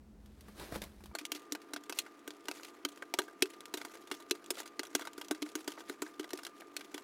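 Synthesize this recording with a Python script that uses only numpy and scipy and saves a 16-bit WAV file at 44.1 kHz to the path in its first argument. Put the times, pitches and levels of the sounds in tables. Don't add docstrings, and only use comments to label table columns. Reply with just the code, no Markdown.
import sys
import numpy as np
from scipy import signal
from scipy.fft import rfft, irfft, next_fast_len
from scipy.io import wavfile
from scipy.ndimage import uniform_filter1d

SR = 44100
rng = np.random.default_rng(int(sys.argv[2]) if len(sys.argv) > 2 else 0)


def transcribe(signal):
    frames = np.atleast_2d(signal).T
    limited = np.clip(frames, -1, 1)
    pcm = np.round(limited * 32767).astype(np.int16)
    wavfile.write(sys.argv[1], SR, pcm)


def makeup_ratio(level_db):
    decades = np.asarray(level_db, float) / 20
    return 10 ** decades


N = 310023

FAST_FROM_S, FAST_SPEED = 1.128, 5.73
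STRAIN_S = 0.003

# [dB per Hz, relative]
SLIDE_HISS = [(1180, -6), (2000, 1.5), (3840, 5.5), (5100, 2.5), (6880, -1.5), (9000, -0.5), (12000, -1),
              (15900, -7), (16500, -53)]
# [dB per Hz, relative]
LID_BODY = [(150, -34), (300, 16.5), (450, 8.5), (1000, 4), (1600, 1.5), (2500, -10), (4000, -67)]
# start_s [s], crack_db [dB peak, lower half],
# ring_hz [Hz, strongest ring before small shifts], tear_ms [ms], plate_db [dB peak], boom_db [dB peak]
BITES = [(1.1508, -32.5, 4350, 4.4, -33, -44), (1.2121, -47.5, 2540, 3.7, -50, -41),
         (1.3185, -27, 3230, 2.8, -37.5, -36.5), (1.3489, -39, 3120, 4.6, -52, -39),
         (1.522, -28.5, 5900, 0.96, -39, -30.5), (1.735, -35, 5970, 4, -37, -36),
         (1.7621, -38, 2460, 4.2, -35, -40.5), (1.8957, -36, 6100, 4.5, -36, -36.5),
         (2.2771, -38.5, 5970, 3.2, -41, -35), (2.4842, -30.5, 2880, 2.7, -31.5, -33.5),
         (2.85, -25.5, 3170, 2.4, -31.5, -29.5), (3.0228, -43, 3150, 3.9, -35.5, -44),
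         (3.1396, -25, 2830, 1.65, -28.5, -34), (3.1877, -24, 4100, 4.1, -23.5, -24.5),
         (3.4229, -17, 3300, 2.3, -29, -20), (3.739, -31, 4020, 5.5, -35.5, -29),
         (3.772, -37.5, 3610, 7.4, -43, -40), (3.8494, -39.5, 4860, 5.2, -38, -45),
         (4.1137, -32, 2230, 5.3, -31.5, -30), (4.3101, -22.5, 4040, 2.6, -32.5, -23.5),
         (4.505, -26.5, 5420, 3.5, -34.5, -30), (4.794, -27.5, 2230, 3.4, -33.5, -30.5),
         (4.9507, -24, 6660, 3.54, -26.5, -24.5), (5.0107, -41, 2420, 4.1, -46, -38),
         (5.1786, -43, 5100, 6, -43.5, -35.5), (5.3101, -29, 3880, 4.7, -27, -21),
         (5.421, -37, 4270, 1.7, -50, -26.5), (5.5533, -32, 6900, 4.2, -35, -27.5),
         (5.677, -34, 5340, 5, -36, -29), (5.897, -36, 4020, 2.1, -34, -30.5),
         (6.02, -34, 7650, 4.6, -33.5, -27), (6.195, -38, 3050, 5.8, -39, -27.5),
         (6.3329, -34.5, 5600, 2.1, -37, -27.5), (6.9428, -37.5, 3440, 5.2, -43.5, -33.5)]


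def evened(x):
    return x / np.sqrt(np.mean(x ** 2) + 1e-20)


def peaked(x, db):
    loudest_power = uniform_filter1d(x ** 2, size=66).max()
    return makeup_ratio(db) * x / np.sqrt(2 * loudest_power + 1e-24)


def read(points, hz):
    f, value = np.transpose(points)
    return np.interp(np.log(hz + 1), np.log(f + 1), value)


def add(mix, s, sound):
    part = mix[round(s * SR):][:len(sound)]
    part += sound[:len(part)]


def coloured(x, points, speed=1):
    size = next_fast_len(len(x) + 2048)
    hz = np.fft.rfftfreq(size, 1 / SR)
    gain = makeup_ratio(read(points, hz / speed))
    return irfft(rfft(x, size) * gain, size)[:len(x)]


def rung(drive, modes, detune, spread_db):
    hz, db, t60 = np.transpose(modes)[:, :, None]
    count = len(modes)
    t = np.arange(len(drive)) / SR
    fading = makeup_ratio(db + spread_db[:count, None] - 60 * t / t60)
    ring = fading * np.sin(2 * np.pi * hz * detune[:count, None] * t)
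    return signal.fftconvolve(drive, ring.sum(0))[:len(drive)]


def room():
    # [dB per Hz, relative]
    air_spectrum = [(5, -27), (25, -19.5), (40, -4.5), (55, -1), (75, 3), (100, -16.5), (150, -13.5),
                    (210, -6.5), (260, -12.5), (400, -17), (550, -22.5), (1200, -30.5), (2800, -39),
                    (8000, -43.5), (16000, -49)]
    # [Hz, wider wavers faster]
    hum_tones = [(51, -68, 5), (59.2, -68, 2), (119.4, -76, 1.5), (209.8, -67, .8)]
    slow_db, fast_db, jump_s = -58.5, -61, 0.00977
    fast = np.clip((np.arange(N) / SR - FAST_FROM_S) / jump_s, 0, 1)
    speed = np.where(fast > 0.5, FAST_SPEED, 1.0)
    air = rng.standard_normal((2, N))
    slow_air = makeup_ratio(slow_db) * evened(coloured(air[0], air_spectrum))
    fast_air = makeup_ratio(fast_db) * evened(coloured(air[1], air_spectrum, FAST_SPEED))
    out = (1 - fast) * slow_air + fast * fast_air
    room_s = np.cumsum(speed) / SR
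    steps = np.arange(0, 40, 0.01)
    for hz, db, width in hum_tones:
        smoothing = max(round(40 / width), 1)
        wavers = [evened(uniform_filter1d(v, smoothing)) for v in rng.standard_normal((2, len(steps)))]
        a, b = (np.interp(room_s, steps, waver) for waver in wavers)
        phase = 2 * np.pi * hz * room_s
        out += makeup_ratio(db) * ((1.69 + 0.33 * a) * np.cos(phase) + 0.44 * b * np.sin(phase))
    return out


def friction(s, hiss_db, body_db, colour, patch_db, clump_db, grains_per_s, grain_share):
    t = np.arange(N) / SR
    size = makeup_ratio(3.5 * np.minimum(rng.exponential(1, N), 2.5))
    grains = (rng.random(N) < grains_per_s / SR) * size * rng.choice([-1.0, 1.0], N)
    rough = grain_share * evened(grains) + rng.standard_normal(N)
    z = signal.stft(rough, nperseg=256)[2]
    patches, clumps = rng.standard_normal(z.shape), rng.standard_normal(z.shape[1])
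    patches = uniform_filter1d(patches, size=9, axis=0)
    patches = evened(uniform_filter1d(patches, size=4, axis=1))
    clumps = evened(uniform_filter1d(clumps, size=3))
    uneven = z * makeup_ratio(patch_db * patches + clump_db * clumps)
    drive = signal.istft(uneven, nperseg=256)[1][:N]
    hiss = makeup_ratio(np.interp(t, s, hiss_db)) * evened(coloured(drive, colour))
    body = makeup_ratio(np.interp(t, s, body_db)) * evened(coloured(drive, LID_BODY))
    return (hiss + body) * (t > s[0]) * (t < s[-1])


def hand_slide():
    # start_s [s], hiss_db [dB]
    slide_levels = [(0.2, -81), (0.44, -74), (0.484, -66), (0.541, -70.5), (0.605, -53.5), (0.702, -61),
                    (0.756, -48.5), (0.8, -66), (0.835, -56.5), (0.902, -71.5), (1.13, -74.5)]
    s, hiss_db = np.transpose(slide_levels)
    return friction(s, hiss_db, hiss_db + 2.5, SLIDE_HISS, patch_db=1.0, clump_db=0.5,
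                    grains_per_s=700, grain_share=0.74)


def knock(click_db, body_db, body_hz, chance):
    t = np.arange(4000) / SR
    fading = makeup_ratio(-60 * t / 0.011) + makeup_ratio(-9 - 60 * t / 0.075)
    touch = chance * (1 - np.exp(-t / 0.00051)) * fading
    # pitch [Hz], level [dB], time to fall 60 dB [s]
    modes = [(body_hz, 0, 0.03), (205, 3, 0.1), (body_hz * 1.42, -5, 0.03), (body_hz * 2.4, -6, 0.02)]
    ring = evened(rung(touch, modes, np.ones(4), np.zeros(4)))
    body = ring + 0.77 * evened(coloured(touch, LID_BODY))
    return peaked(coloured(touch, SLIDE_HISS), click_db) + peaked(body, body_db)


def grinding_db(t):
    # loudest_s [s], hiss_db [dB],
    # rise_s [s], fade_s [s]
    scrapes = [(1.365, -42.5, 0.037, 0.026), (1.95, -52.5, 0.034, 0.17), (2.02, -51.5, .08, 0.021),
               (2.33, -68, 0.054, 0.092), (2.56, -49.5, 0.093, 0.07), (2.65, -54, 0.05, 0.056),
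               (2.692, -55, .03, .03), (2.76, -67, 0.12, 0.041), (2.92, -67, .1, 0.24),
               (3.235, -60, 0.027, 0.034), (3.51, -55.5, 0.11, 0.075), (3.78, -56, 0.066, 0.39),
               (3.95, -61.5, 0.063, 0.13), (4.13, -57, .03, 0.16), (4.595, -44, 0.07, 0.028),
               (4.67, -61.5, 0.087, 0.034), (5.0, -50.5, 0.1, 0.07), (5.075, -55, .15, 0.016),
               (5.2, -61, 0.045, 0.18), (5.48, -60.5, 0.18, 0.1), (5.61, -54, 0.073, 0.046),
               (5.7, -56, 0.074, 0.21), (5.904, -53, .05, 0.048), (6.04, -57, 0.083, 0.16),
               (6.345, -57, .04, 0.049), (6.47, -56.5, 0.15, 0.047), (6.565, -57, 0.019, .05),
               (6.61, -59, 0.019, 0.044), (6.79, -58, 0.064, 0.19), (6.99, -61, 0.24, 0.28)]
    after_db, crack_share = -63.5, 0.43
    delay_s, rise_s, fade_s = 0.035, 0.028, 0.13
    span_db, rest_db = 22, -73.5
    follows = [(s + delay_s, after_db + crack_share * (crack_db + 25), rise_s, fade_s)
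               for s, crack_db, *_ in BITES]
    s, db, rise_s, fade_s = np.transpose(follows + scrapes)[:, :, None]
    shape_db = db + span_db * np.minimum((t - s) / rise_s, (s - t) / fade_s)
    power = makeup_ratio(rest_db) ** 2 + (makeup_ratio(shape_db) ** 2).sum(0)
    return 10 * np.log10(power)


def rubbing():
    # [dB per Hz, relative]
    grind_hiss = [(1180, -11), (2000, 4), (3840, 4.5), (5100, 2.5), (7000, 3), (8800, -2), (10900, 0),
                  (13000, -5), (15900, -9), (16500, -51)]
    s = np.arange(FAST_FROM_S + 0.01, N / SR, 0.002)
    hiss_db = grinding_db(s)
    body_db = -64.5 + 0.31 * (hiss_db + 64.0)
    return friction(s, hiss_db, body_db, grind_hiss, patch_db=2.7, clump_db=3.76,
                    grains_per_s=900, grain_share=0.84)


def snap(bite_db, sizzle_db, plate_db, ring_hz, tear_ms, chance):
    # pitch_hz [Hz], level_db [dB, relative], t60_s [s to fall 60 dB]
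    blade_modes = [(2630, -10.5, 0.066), (2880, -3.5, 0.039), (3423, 10, 0.0066), (3980, -4.5, 0.014),
                   (5270, -25.5, 0.0089), (6010, -7.5, 0.032), (5880, -7, 0.01), (7450, -5.5, 0.011),
                   (9100, -18, 0.01), (10700, -1, 0.012), (11060, -4.5, 0.0083), (12600, -8, 0.0095)]
    # pitch_hz [Hz], level_db [dB, relative], t60_s [s to fall 60 dB]
    plate_modes = [(713, -5.5, 0.043), (962, -4, 0.058), (1276, -5, 0.038), (1578, 9, 0.019),
                   (1920, 3, 0.0082), (2206, 11.5, 0.0059)]
    # [dB per Hz, relative]
    plate_slap = [(420, -7), (700, -4.5), (1500, 2.5), (2400, -3.5), (3600, -40.5)]
    # [dB per Hz, relative]
    crack_low = [(1300, -27.5), (2200, -5.5), (3200, -1), (4200, 3.5), (5800, -4.5), (7500, -50.5)]
    # [dB per Hz, relative]
    crack_high = [(4500, -36), (6300, 2.5), (9500, -1.5), (11500, -4), (15500, -6.5), (16600, -62)]
    t = np.arange(3000) / SR - STRAIN_S
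    noise = chance[:3000]
    detune, spread_db = 1 + 0.015 * chance[3000:3020], 2 * chance[3020:3040]
    after = np.maximum(t, 0)
    strain = makeup_ratio(-28 + 13400 * t) * (t < 0.001)
    rip_rise = 1 - np.exp(-after / (0.00002 * tear_ms ** 2))
    rip = rip_rise * makeup_ratio(-9.5 * (after / (tear_ms / 1000)) ** 0.82)
    tear = noise * abs(noise) ** 0.4 * (strain + rip)
    tail = noise[::-1] * (1 - np.exp(-after / 0.0028)) * makeup_ratio(-8.5 - 60 * after / 0.037)
    burst = tear + tail
    blade_ring = rung(tear, blade_modes + [(ring_hz, 8, 0.016)], detune, spread_db)
    crack = evened(burst) + 0.36 * evened(blade_ring)
    plate_ring = rung(burst, plate_modes, detune[::-1], spread_db[::-1])
    plate = evened(plate_ring) + 0.65 * evened(coloured(burst, plate_slap))
    out = peaked(coloured(crack, crack_low), bite_db)
    out = out + peaked(coloured(crack, crack_high), sizzle_db)
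    return out + peaked(plate, plate_db)


def thump(db, lift_db, chance):
    # [s to fall 60 dB, before the hand's damping]
    lid_modes = [(302.7, -1, 0.16), (356, -12, 0.11), (373.3, 11, 0.058), (420, 5.5, 0.074)]
    t = np.arange(6000) / SR
    push = np.exp(-((t - 0.0038) / 0.0008) ** 2)
    lift = np.arange(len(lid_modes)).clip(0, 2) / 2
    damping = 1.2 ** chance[8]
    held = [(hz, level_db, t60 * damping) for hz, level_db, t60 in lid_modes]
    ring = rung(push, held, 1 + 0.018 * chance[:4], lift * lift_db + 1.5 * chance[4:8])
    return peaked(ring, db)


def crackles():
    per_s, spread_db = 11, 4
    over_db, top_db = 10, -54
    fast_s = N / SR - FAST_FROM_S
    when, size, ring, tear = rng.random((round(per_s * fast_s), 4)).T
    s = FAST_FROM_S + 0.05 + when * (fast_s - 0.1)
    db = np.minimum(grinding_db(s) + over_db, top_db) + spread_db * (2 * size - 1)
    ring_hz, tear_ms = 3000 * 3 ** ring, 1.2 + 2.5 * tear
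    return list(zip(s, db, ring_hz, tear_ms, db - 12))


def snipping():
    # start_s [s], crack_db [dB peak, lower half], ring_hz [Hz, before small shifts],
    # tear_ms [ms], plate_db [dB peak]
    ticks = [(1.1859, -35, 2540, 6.7, -43.5), (1.2522, -31, 3320, 2.8, -46), (1.2638, -47, 7200, 2.1, -62),
             (1.5505, -36.5, 2440, 3.4, -36.5), (1.617, -50.5, 2280, 5, -63),
             (1.837, -50.5, 7500, 1.8, -56), (1.925, -34.5, 2630, 0.88, -39),
             (1.9873, -23.5, 4315, 4.5, -42), (2.063, -53, 2780, 5.3, -44.5),
             (2.306, -39.5, 2470, 0.91, -48), (2.4556, -47, 3220, 2.6, -55), (2.5132, -33, 2700, 2.8, -37),
             (2.5953, -59, 3060, 4, -45.5), (2.633, -41, 3220, 1.3, -50), (2.8868, -44.5, 4400, 4.6, -54),
             (2.926, -58, 7000, 2, -62), (2.96, -56, 7000, 2.5, -60), (2.9745, -50, 3210, 3.8, -48),
             (3.2184, -41, 2700, 2.2, -44), (3.282, -53, 3280, 5.4, -43), (3.457, -42, 2630, 1.5, -42.5),
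             (3.6064, -41, 4060, 0.94, -46.5), (3.656, -41, 4400, 1.8, -45.5),
             (3.8147, -39, 2250, 2.8, -37.5), (3.897, -62, 7500, 2, -54), (3.937, -55, 7540, 9.1, -49),
             (3.9535, -49.5, 6400, 3.1, -44), (4.0727, -49, 3670, 5.5, -53), (4.1016, -57, 7600, 2.1, -55),
             (4.1413, -46, 3520, 2.5, -50), (4.2004, -50, 4050, 7.9, -49), (4.224, -50.5, 4900, 2.1, -65),
             (4.2971, -50.5, 6920, 1.6, -67), (4.3507, -50, 5000, 5.3, -47), (4.442, -51, 5940, 2.8, -54),
             (4.461, -46.5, 8300, 2.2, -63), (4.5538, -44.5, 3550, 2.9, -53),
             (4.5726, -53, 2210, 4.5, -42.5), (4.6018, -38, 7160, 3.7, -39), (4.6305, -49, 2900, 4.3, -54),
             (4.6572, -47.5, 4900, 8.5, -46.5), (4.6763, -47, 6420, 3.6, -64),
             (4.8326, -40, 6400, 2.4, -38.5), (4.851, -45.5, 3900, 4.1, -55), (4.869, -48, 6260, 2.7, -53),
             (4.994, -43.5, 4740, 4.1, -39), (5.02, -43, 3520, 3.9, -38.5), (5.051, -45, 5040, 6, -40.5),
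             (5.072, -40, 3850, 4, -34.5), (5.1323, -49, 7160, 3.3, -58), (5.2131, -38.5, 3330, 3.6, -40.5),
             (5.2463, -49.5, 6400, 4.2, -57), (5.284, -43.5, 6200, 2.1, -50), (5.3468, -45, 2170, 8.4, -48),
             (5.4257, -34, 3130, 1.9, -40.5), (5.461, -50, 2260, 6.7, -46), (5.489, -48, 5070, 4.2, -66),
             (5.644, -52.5, 6030, 4.6, -55), (5.703, -48, 5320, 4.5, -51), (5.719, -41, 3050, 3.7, -49),
             (5.775, -56, 2180, 6.7, -43), (5.8058, -47, 3100, 4.6, -44), (6.0637, -50.5, 2370, 5.7, -42),
             (6.2065, -48, 3980, 2.9, -57), (6.23, -49, 2280, 3.1, -49), (6.2422, -43.5, 2250, 4.4, -43.5),
             (6.291, -51, 4000, 4.8, -58), (6.3058, -42.5, 4170, 3.9, -45), (6.3743, -43.5, 5240, 3.6, -61),
             (6.3878, -46.5, 2800, 5.9, -41), (6.4333, -44, 5400, 2.1, -44.5),
             (6.4501, -36.5, 3980, 2.2, -48), (6.4666, -36.5, 3410, 3.2, -38.5),
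             (6.619, -57, 2300, 4.2, -45), (6.7658, -30.5, 4340, 2.8, -40), (6.8084, -44, 2340, 5, -44.5),
             (6.8456, -52, 3700, 3.5, -66), (6.9789, -39, 2320, 1.8, -41)]
    # start_s [s], lift_db [dB]
    boom_lift = [(1.1, -13), (2.0, -8), (2.85, -4.5), (3.1, 3), (3.45, 12), (3.9, -8), (4.5, 7.5), (4.9, 1),
                 (5.45, -10.5), (5.9, -1), (6.2, -6.5), (6.4, 8), (7.03, -8)]
    # pitch_hz [Hz at normal speed], level_db [dB]
    low_cut = [(4, -22.5), (20, -24), (35, -20.5), (48, 2.5), (4000, -3.5)]
    cutting = rubbing()
    for (s, *_, boom_db), chance in zip(BITES, rng.standard_normal((len(BITES), 9))):
        lift_db = np.interp(s, *np.transpose(boom_lift))
        add(cutting, s, thump(boom_db, lift_db, chance))
    snaps = [row[:5] for row in BITES] + ticks + crackles()
    chances = rng.standard_normal((len(snaps), 3040))
    for (s, crack_db, ring_hz, tear_ms, plate_db), chance in zip(snaps, chances):
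        brighter_db = -2 + 4.0 * np.log2(ring_hz / 3920) + 0.04 * (crack_db + 39)
        sound = snap(crack_db, crack_db + brighter_db, plate_db, ring_hz, tear_ms, chance)
        add(cutting, s - STRAIN_S, sound)
    return coloured(cutting, low_cut, FAST_SPEED)


def scene():
    # start_s [s], click_db [dB peak], body_db [dB peak], body_hz [Hz]
    hand_knocks = [(0.2593, -56, -75, 361), (0.408, -50, -71, 380), (0.4835, -55, -45.5, 500),
                   (0.5966, -44, -46, 420), (0.612, -58, -43, 420), (0.7226, -46, -32, 297),
                   (0.7574, -41, -32.5, 613), (0.818, -36, -39.5, 458), (0.838, -41.5, -44, 463),
                   (1.0062, -62, -50.5, 1170), (1.038, -51.5, -48, 350), (1.0579, -48.5, -51, 1250),
                   (1.113, -78, -50, 985)]
    mix = room() + hand_slide()
    for (s, *row), chance in zip(hand_knocks, rng.standard_normal((len(hand_knocks), 4000))):
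        add(mix, s, knock(*row, chance))
    return (mix + snipping())[None]


def roll_off(x):
    return signal.sosfilt(signal.butter(12, 16970, fs=SR, output="sos"), x)


def record(dry):
    return roll_off(dry)


dry = scene()
out = record(dry)
transcribe(out)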